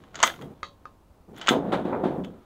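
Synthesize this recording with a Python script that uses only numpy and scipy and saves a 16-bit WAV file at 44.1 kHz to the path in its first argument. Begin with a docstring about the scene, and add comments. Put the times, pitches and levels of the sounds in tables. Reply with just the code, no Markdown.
"""Under the roof of an outdoor range, in quiet air, a pump shotgun is racked open: steel scrapes,
knocks and rings, and the stock thumps. The spent shell thuds on a cloth-covered table, then a hollow
plastic hull bounces twice with a click and a pop. At 1.5 s the action slams shut. Just after, a dull
boom, perhaps a far shot, reaches the microphone, rings the shelter and rolls away in uneven echoes."""
import sys
import numpy as np
from scipy import signal
from scipy.fft import rfft, irfft
from scipy.io import wavfile

SR = 44100
rng = np.random.default_rng(int(sys.argv[2]) if len(sys.argv) > 2 else 0)


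def unload_audio(sound):
    """Save the sound as a 16-bit wav file, at the path given as the first command line argument."""
    columns = np.transpose(np.atleast_2d(sound))
    # keep every value between -1 and 1, then stretch to whole-number steps
    steps = np.round(np.clip(columns, -1, 1) * 32767)
    wavfile.write(sys.argv[1], SR, steps.astype(np.int16))


N = 108045

# Tone colours. Each row: frequency in Hz, relative level in dB.
AIR_COLOUR = [(25, -5.5), (45, 1), (85, 1), (130, -9.5), (220, -8), (400, -12.5), (650, -15.5),
              (1100, -18.5), (1700, -30), (3200, -35), (6300, -39), (15000, -41.5)]
PULSE_COLOUR = [(30, -13.5), (100, -21), (180, 0), (500, -2.5), (1000, -4), (2000, -31), (5000, -32),
                (16000, -67.5)]
RUMBLE_COLOUR = [(30, -54), (70, -24.5), (120, -7.5), (175, -5), (280, 1.5), (400, 1), (600, -1.5),
                 (900, -9.5), (1200, -18.5), (2000, -31.5), (5000, -65)]
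RUMBLE_TREBLE_COLOUR = [(200, -13.5), (700, 8), (1350, 4), (2000, -7), (2700, -10.5), (3600, -8.5),
                        (5200, -28.5), (7000, -29.5), (9500, -33.5), (13000, -44.5), (16000, -42.5)]
RUMBLE_BASS_COLOUR = [(40, -26), (85, -10), (130, -12), (185, 2), (215, -3), (300, -6), (450, -11.5),
                      (1000, -36), (3000, -61)]
RASP_COLOUR = [(400, -26), (900, 12), (1350, 8.5), (1800, -7), (2400, -5.5), (3000, -31), (8000, -54)]
CLOTH_COLOUR = [(40, -31), (100, -10.5), (150, 1), (210, -2.5), (380, -3), (550, -10.5), (800, -15),
                (1500, -30), (4000, -49.5)]
HULL_CLICK_COLOUR = [(300, -39), (1500, 14), (2500, -2), (3600, 7), (4300, 0), (5500, -12.5), (6400, -5),
                     (8300, -27), (10000, -44.5), (16000, -50)]
SIZZLE_COLOUR = [(3000, -30), (7000, -7.5), (9500, 1), (11500, -4), (13300, 1.5), (16000, -6)]
SLIDE_COLOUR = [(200, -11.5), (700, 9), (1500, 7), (2500, -0.5), (3600, 1), (5000, -10.5), (6700, -11.5),
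                (9000, -28), (13500, -36), (16000, -31.5)]
KNOCK_COLOUR = [(100, -25.5), (300, -15.5), (480, -3), (1000, -4), (1900, -1), (2600, -16), (6000, -35),
                (16000, -57)]
RING_COLOUR = [(200, -25), (900, -4), (1800, 2), (2500, 3), (3400, 5.5), (4500, -13), (8000, -24.5),
               (16000, -29.5)]
TICK_COLOUR = [(500, -23), (2500, -1.5), (4000, 0), (5500, -4), (6600, 2.5), (7800, -0.5), (9200, -27),
               (13300, -22), (16000, -32.5)]
# The clacks with their bass and highest treble turned down. Each row: frequency in Hz, gain in dB.
GUN_TONE = [(60, -24), (200, -20), (420, -4.5), (8000, 0), (9500, -13), (16000, -17)]

# Swells and fades. Each row: time in seconds, level in dB.
RUMBLE_LEVEL = [(1.508, -43), (1.518, -21.5), (1.55, -23.5), (1.6, -30), (1.71, -33), (1.74, -27.5),
                (1.79, -27.5), (1.835, -39), (1.86, -31), (1.94, -26), (2.03, -30.5), (2.055, -24),
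                (2.1, -30), (2.2, -34.5), (2.3, -50.5), (2.45, -70)]
RUMBLE_TREBLE_LEVEL = [(1.5, -46), (1.53, -29), (1.62, -53.5), (1.718, -46), (1.724, -25), (1.752, -28),
                       (1.762, -33.5), (1.847, -51), (1.853, -38.5), (1.87, -43), (1.92, -47),
                       (2.033, -56.5), (2.041, -34), (2.1, -43.5), (2.22, -62), (2.25, -62), (2.3, -59.5),
                       (2.45, -63)]
RUMBLE_BASS_LEVEL = [(1.52, -48), (1.66, -35), (1.8, -35), (1.95, -40), (2.12, -36.5), (2.19, -31.5),
                     (2.3, -40), (2.45, -62)]
RASP_LEVEL = [(1.91, -68), (1.933, -32.5), (1.955, -36.5), (1.99, -48), (2.03, -79)]
CLOTH_LEVEL = [(0, -55), (.1, -57.5), (.2, -47.5), (.385, -51), (.395, -45.5), (.415, -36.5), (.435, -36),
               (.47, -42), (.53, -45.5), (.55, -53.5), (.7, -72.5), (1.26, -77), (1.288, -48),
               (1.35, -44.5), (1.39, -48), (1.48, -56), (1.55, -68)]
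SLIDE_LEVEL = [(0, -67), (.13, -66.5), (.16, -43), (.18, -48), (.215, -38.5), (.25, -31.5), (.29, -36.5),
               (.33, -55.5), (.5, -67.5), (1.3, -90.5), (1.37, -52), (1.42, -45), (1.46, -42), (1.5, -31),
               (1.56, -64.5)]

# Resonances. Each row: frequency in Hz, relative level in dB, t60 in seconds.
SHELTER_MODES = [(178, -2, 0.39), (262, -3, 0.22), (296, -4, 0.25), (364, -6, 0.2), (400, -1.5, .15),
                 (478, -4, 0.16), (753, -1, .22), (834, -3, 0.18)]
HULL_MODES = [(577.7, -24.5, 0.27), (1061, -26, 0.5), (1255, 2, .03), (1190, -29, 0.15), (1440, -11, .025)]
STOCK_MODES = [(212, -3.5, .14), (335, -1.5, .045)]
SMALL_PART_MODES = [(4520, -8.5, 0.025), (5960, -4.5, 0.013), (6380, -4, .045), (6640, -1.5, 0.04),
                    (6800, 0, 0.022), (7300, -11, 0.013)]
# Receiver and barrel. Each row: frequency in Hz, level in dB with the breech open, level in dB
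# with it shut, t60 in seconds.
STEEL_MODES = [(410, -14, -20, 0.046), (540, -5.5, -23, .08), (756, -17.5, -23.5, 0.021),
               (960, -9, -20.5, 0.045), (1232, -7.5, -16, 0.07), (1290, -4, -7.5, 0.12),
               (1506, -7.5, -24, .1), (1578, -18, -7, 0.083), (1634, -11, -24, 0.1), (1933, -6, -9, 0.062),
               (2054, -4, -11.5, 0.08), (2322, -20.5, -6, 0.035), (2925, -8.5, -3.5, .045),
               (3073, -9.5, -2.5, 0.067), (3240, -11.5, -18, 0.1), (3416, -10.5, -4, 0.06),
               (3650, -10.5, -10, 0.05)]
# Reverberation under the roof. Each row: band centre in Hz, level in dB, t60 in seconds.
ROOF_BANDS = [(149, -7.5, .6), (500, -8, 0.3), (1290, -16, 0.14), (2400, -13, 0.12), (3480, -6.5, 0.2),
              (6500, -12.5, 0.21), (8700, -7.5, 0.17), (14000, -7, 0.2)]

# The boom and its clearest echoes. Each row: start in seconds, level in dB, length in seconds.
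BOOM_PULSES = [(1.5087, -4.5, 0.0024), (1.5171, -6.5, 0.0022), (1.5212, -11, 0.00095),
               (1.5259, -9.5, 0.0019), (1.5393, -9.5, 0.00173), (1.5485, -8, 0.0012),
               (1.5564, -9.5, 0.0013), (1.5642, -11.5, .0014), (1.588, -13.5, 0.0021),
               (1.734, -6.5, 0.0016), (1.8536, -13, 0.0025), (2.038, -8.5, 0.00283), (2.057, -8.5, 0.0025)]
# The hull landing. Each row: start in seconds, pop level in dB, click level in dB.
HULL_BOUNCES = [(0.6308, -23.5, -24), (.636, -38, -45), (0.6453, -62, -44), (.8552, -31, -47)]
# Bursts of fine, bright hiss. Each row: start in seconds, level in dB, t60 in seconds.
SIZZLE_BURSTS = [(0.247, -43, 0.31), (.2705, -35.5, .03), (.413, -60, 0.024), (.4215, -57, .03),
                 (1.364, -60, 0.014), (1.3748, -57, 0.033), (1.384, -51, 0.03), (1.493, -41.5, .17),
                 (2.246, -60, .05)]
# The fore-end hitting its stops. 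Each row: start in seconds, level in dB.
FORE_END_STOPS = [(0.2428, -33), (1.4883, -25)]
# Contacts in the action. Each row: start in seconds, knock pitch in Hz, then the levels in dB
# of the body's knock, the steel's ring and the bright tick.
CONTACTS = [(0.0375, 1080, -43, -45, -54), (.078, 1070, -50, -63.5, -69), (0.1448, 1430, -34, -38, -38.5),
            (.1552, 1380, -32.5, -27.5, -22), (0.19, 1350, -36, -34, -35),
            (0.2024, 1070, -21, -23.5, -26.5), (0.2288, 1140, -14.5, -17.5, -1),
            (.2318, 1350, -4.5, -19, -18), (0.2351, 1047, -1, -5.5, -35), (0.2366, 1204, -12, -17, -6),
            (.2432, 1190, -15, -18.5, -18), (.2615, 1400, -23.5, -21.5, -31),
            (.2705, 850, -32.5, -24.5, -25), (0.2766, 1420, -25, -14, -32), (.2935, 1480, -32, -50, -50),
            (0.3, 1700, -25, -53, -50), (.339, 1400, -37, -37, -50), (0.3615, 1410, -41, -52, -44),
            (0.3914, 1040, -38.5, -50.5, -53), (.413, 1346, -38, -43, -45.5), (0.4207, 1447, -46, -34, -42),
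            (1.3437, 1390, -50, -53, -60), (1.3633, 1395, -48.5, -42.5, -43.5),
            (1.3748, 1400, -50, -40, -43), (1.3795, 1400, -39.5, -36.5, -46), (1.4137, 1450, -31, -22, -30),
            (1.4728, 1390, -28, -13.5, -17), (1.4833, 1335, -7, -16, -22), (1.4883, 1309, -6, -2.5, -11),
            (1.4908, 1670, -26, -14, -14), (1.502, 1330, -30, -23.5, -35), (2.238, 1410, -63, -37, -54.5),
            (2.246, 1390, -50, -31, -42.5), (2.254, 1415, -51, -48, -51)]


def amp(db):
    """Decibels to gain."""
    return 10 ** (np.asarray(db) / 20)


def unit(x):
    """Scale to rms 1."""
    return x / np.sqrt(np.mean(x ** 2))


def clock():
    """Time of every sample."""
    return np.arange(N) / SR


def fade(t60):
    """Exponential decay."""
    return np.exp(-np.log(1000) * clock() / max(t60, 1 / SR))


def curve(points):
    """Gain over time from (s, dB) points, silent outside them."""
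    return amp(np.interp(clock(), *np.array(points).T, left=-np.inf, right=-np.inf))


def through(x, response):
    """Sound passed through an impulse response."""
    return signal.fftconvolve(x, response)[:N]


def colour(x, points, size=4096):
    """Causal filter with the given (Hz, dB) shape."""
    hz, db = np.array(points)[:, :2].T
    bins = np.maximum(np.arange(size // 2 + 1), 1) * SR / size
    cep = irfft(np.log(amp(np.interp(np.log(bins), np.log(hz), db))))
    cep[1:size // 2] *= 2
    cep[size // 2 + 1:] = 0
    return through(x, irfft(np.exp(rfft(cep))))


def noise(points):
    """Coloured noise of rms 1."""
    return unit(colour(rng.standard_normal(N), points))


def grains(per_s, spread_db):
    """Random clicks of uneven size."""
    return (rng.random(N) < per_s / SR) * rng.choice([-1, 1], N) * amp(spread_db * rng.standard_normal(N))


def ring(modes, size=N):
    """Sum of damped modes, neighbours in opposite phase."""
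    t = clock()[:size]
    return sum((-1) ** k * amp(db) * np.exp(-np.log(1000) * t / t60) * np.sin(2 * np.pi * hz * t)
               for k, (hz, db, t60) in enumerate(modes))


def add(out, at, x):
    """Mix a sound in at a time."""
    i = max(int(at * SR), 0)
    n = min(len(x), N - i)
    out[i:i + n] += x[:n]


def open_air():
    """Quiet air around the microphone, mostly bass."""
    return amp(-56.5) * noise(AIR_COLOUR)


def roof(sound, delay_s=.003, build_s=.005):
    """Close reflections from roof, posts and slab, each band dying at its own rate."""
    centres = np.array(ROOF_BANDS)[:, 0]
    spectrum = rfft(unit(grains(per_s=6200, spread_db=4.5)))
    log_hz = np.log(np.maximum(np.arange(len(spectrum)), 1) * SR / N)
    tail = 0
    for share, (_, db, t60) in zip(np.eye(len(centres)), ROOF_BANDS):
        band = irfft(spectrum * np.interp(log_hz, np.log(centres), share), N)
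        equal_energy = np.sqrt(2 * np.log(1000) / (t60 * SR))
        tail = tail + amp(db) * band * fade(t60) * equal_energy
    onset = np.clip((clock() - delay_s) / build_s, 0, 1)
    return through(sound, tail * onset)


def boom():
    """From far off, N-shaped pressure pulses and a swarm of scattered echoes ring the shelter."""
    pulses = np.zeros(N)
    for at, db, length in BOOM_PULSES:
        add(pulses, at, amp(db) * np.linspace(1, -1, max(int(length * SR), 2)))
    echoes = unit(colour(grains(per_s=1500, spread_db=1.5), RUMBLE_COLOUR))
    low = colour(pulses, PULSE_COLOUR) + curve(RUMBLE_LEVEL) * echoes
    shelter = amp(-57.5) * through(low, ring(SHELTER_MODES))
    bright_echoes = unit(colour(grains(per_s=4000, spread_db=-2.0), RUMBLE_TREBLE_COLOUR))
    treble = curve(RUMBLE_TREBLE_LEVEL) * bright_echoes
    lingering_bass = curve(RUMBLE_BASS_LEVEL) * noise(RUMBLE_BASS_COLOUR)
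    return low + shelter + treble + lingering_bass


def rasp():
    """A short, grainy swell in the middle of the rumble."""
    return curve(RASP_LEVEL) * unit(colour(grains(per_s=3500, spread_db=4.0), RASP_COLOUR))


def cloth():
    """Muffled patter of the shell on the covered table and of hands on the gun."""
    return curve(CLOTH_LEVEL) * unit(colour(grains(per_s=2500, spread_db=0), CLOTH_COLOUR))


def hull(pop_echo_db=7.5, click_echo_db=10.5):
    """The empty hull clicks and its air column pops at each bounce; both echo under the roof."""
    pops, clicks = np.zeros(N), np.zeros(N)
    for at, pop_db, click_db in HULL_BOUNCES:
        add(pops, at, amp(pop_db) * ring(HULL_MODES))
        add(clicks, at, amp(click_db) * noise(HULL_CLICK_COLOUR) * fade(t60=.014))
    return pops + clicks + roof(amp(pop_echo_db) * pops + amp(click_echo_db) * clicks)


def sizzle():
    """A fine, bright hiss that fades just after a clack or click."""
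    out = np.zeros(N)
    for at, db, t60 in SIZZLE_BURSTS:
        hiss = unit(colour(grains(per_s=5000, spread_db=4.0), SIZZLE_COLOUR))
        add(out, at, amp(db) * fade(t60) * hiss)
    return out


def stock():
    """The fore-end shakes the stock with a thump at each end of the stroke."""
    out = np.zeros(N)
    for at, db in FORE_END_STOPS:
        add(out, at, amp(db) * ring(STOCK_MODES))
    return out


def slide():
    """The fore-end scrapes along the magazine tube, steel on steel, in tiny catches."""
    catches = grains(per_s=1200, spread_db=4)
    return curve(SLIDE_LEVEL) * unit(colour(catches, SLIDE_COLOUR))


def action(size=8192, shut_modes_from_s=1.0, strike_spread_db=3):
    """Each contact knocks the body, rings the steel and ticks the small parts, each with a crack."""
    out, t = np.zeros(N), clock()[:size]
    small_parts = amp(-16.5) * ring(SMALL_PART_MODES, size)
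    crack_decay, knock_decay = fade(t60=.026)[:size], fade(t60=.025)[:size]
    noises = np.array([amp(-6.5) * noise(KNOCK_COLOUR),
                       amp(-9.5) * noise(RING_COLOUR),
                       amp(-12.5) * noise(TICK_COLOUR)])
    # Every contact has its own mix of modes and its own stretch of noise.
    mixes = strike_spread_db * rng.uniform(-1, 1, (len(CONTACTS), len(STEEL_MODES)))
    offsets = rng.integers(0, N - size, len(CONTACTS))
    for (at, knock_hz, knock_db, ring_db, tick_db), mix, i in zip(CONTACTS, mixes, offsets):
        knock_crack, ring_crack, tick_crack = noises[:, i:i + size] * crack_decay
        modes = [(hz, (open_db if at < shut_modes_from_s else shut_db) + mix_db, t60)
                 for (hz, open_db, shut_db, t60), mix_db in zip(STEEL_MODES, mix)]
        knock = knock_decay * np.sin(2 * np.pi * knock_hz * t) + knock_crack
        steel = amp(-11.5) * ring(modes, size) + ring_crack
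        tick = small_parts + tick_crack
        add(out, at, amp(knock_db) * knock + amp(ring_db) * steel + amp(tick_db) * tick)
    return out


def scene():
    """One microphone under the roof: gun, table and hull nearby, the boom and open air beyond."""
    gun = colour(action(), GUN_TONE) + stock() + slide()
    nearby = gun + roof(gun) + sizzle() + hull() + cloth()
    return (nearby + boom() + rasp() + open_air())[None]


def record(dry):
    """The recorder rounds the loudest peaks and cuts the top."""
    ceiling, top_hz = .85, 15700
    rounded = dry / (1 + (dry / ceiling) ** 4) ** .25
    lowpass = signal.ellip(10, .2, 80, top_hz, fs=SR, output="sos")
    return signal.sosfilt(lowpass, rounded)


dry = scene()
out = record(dry)
unload_audio(out)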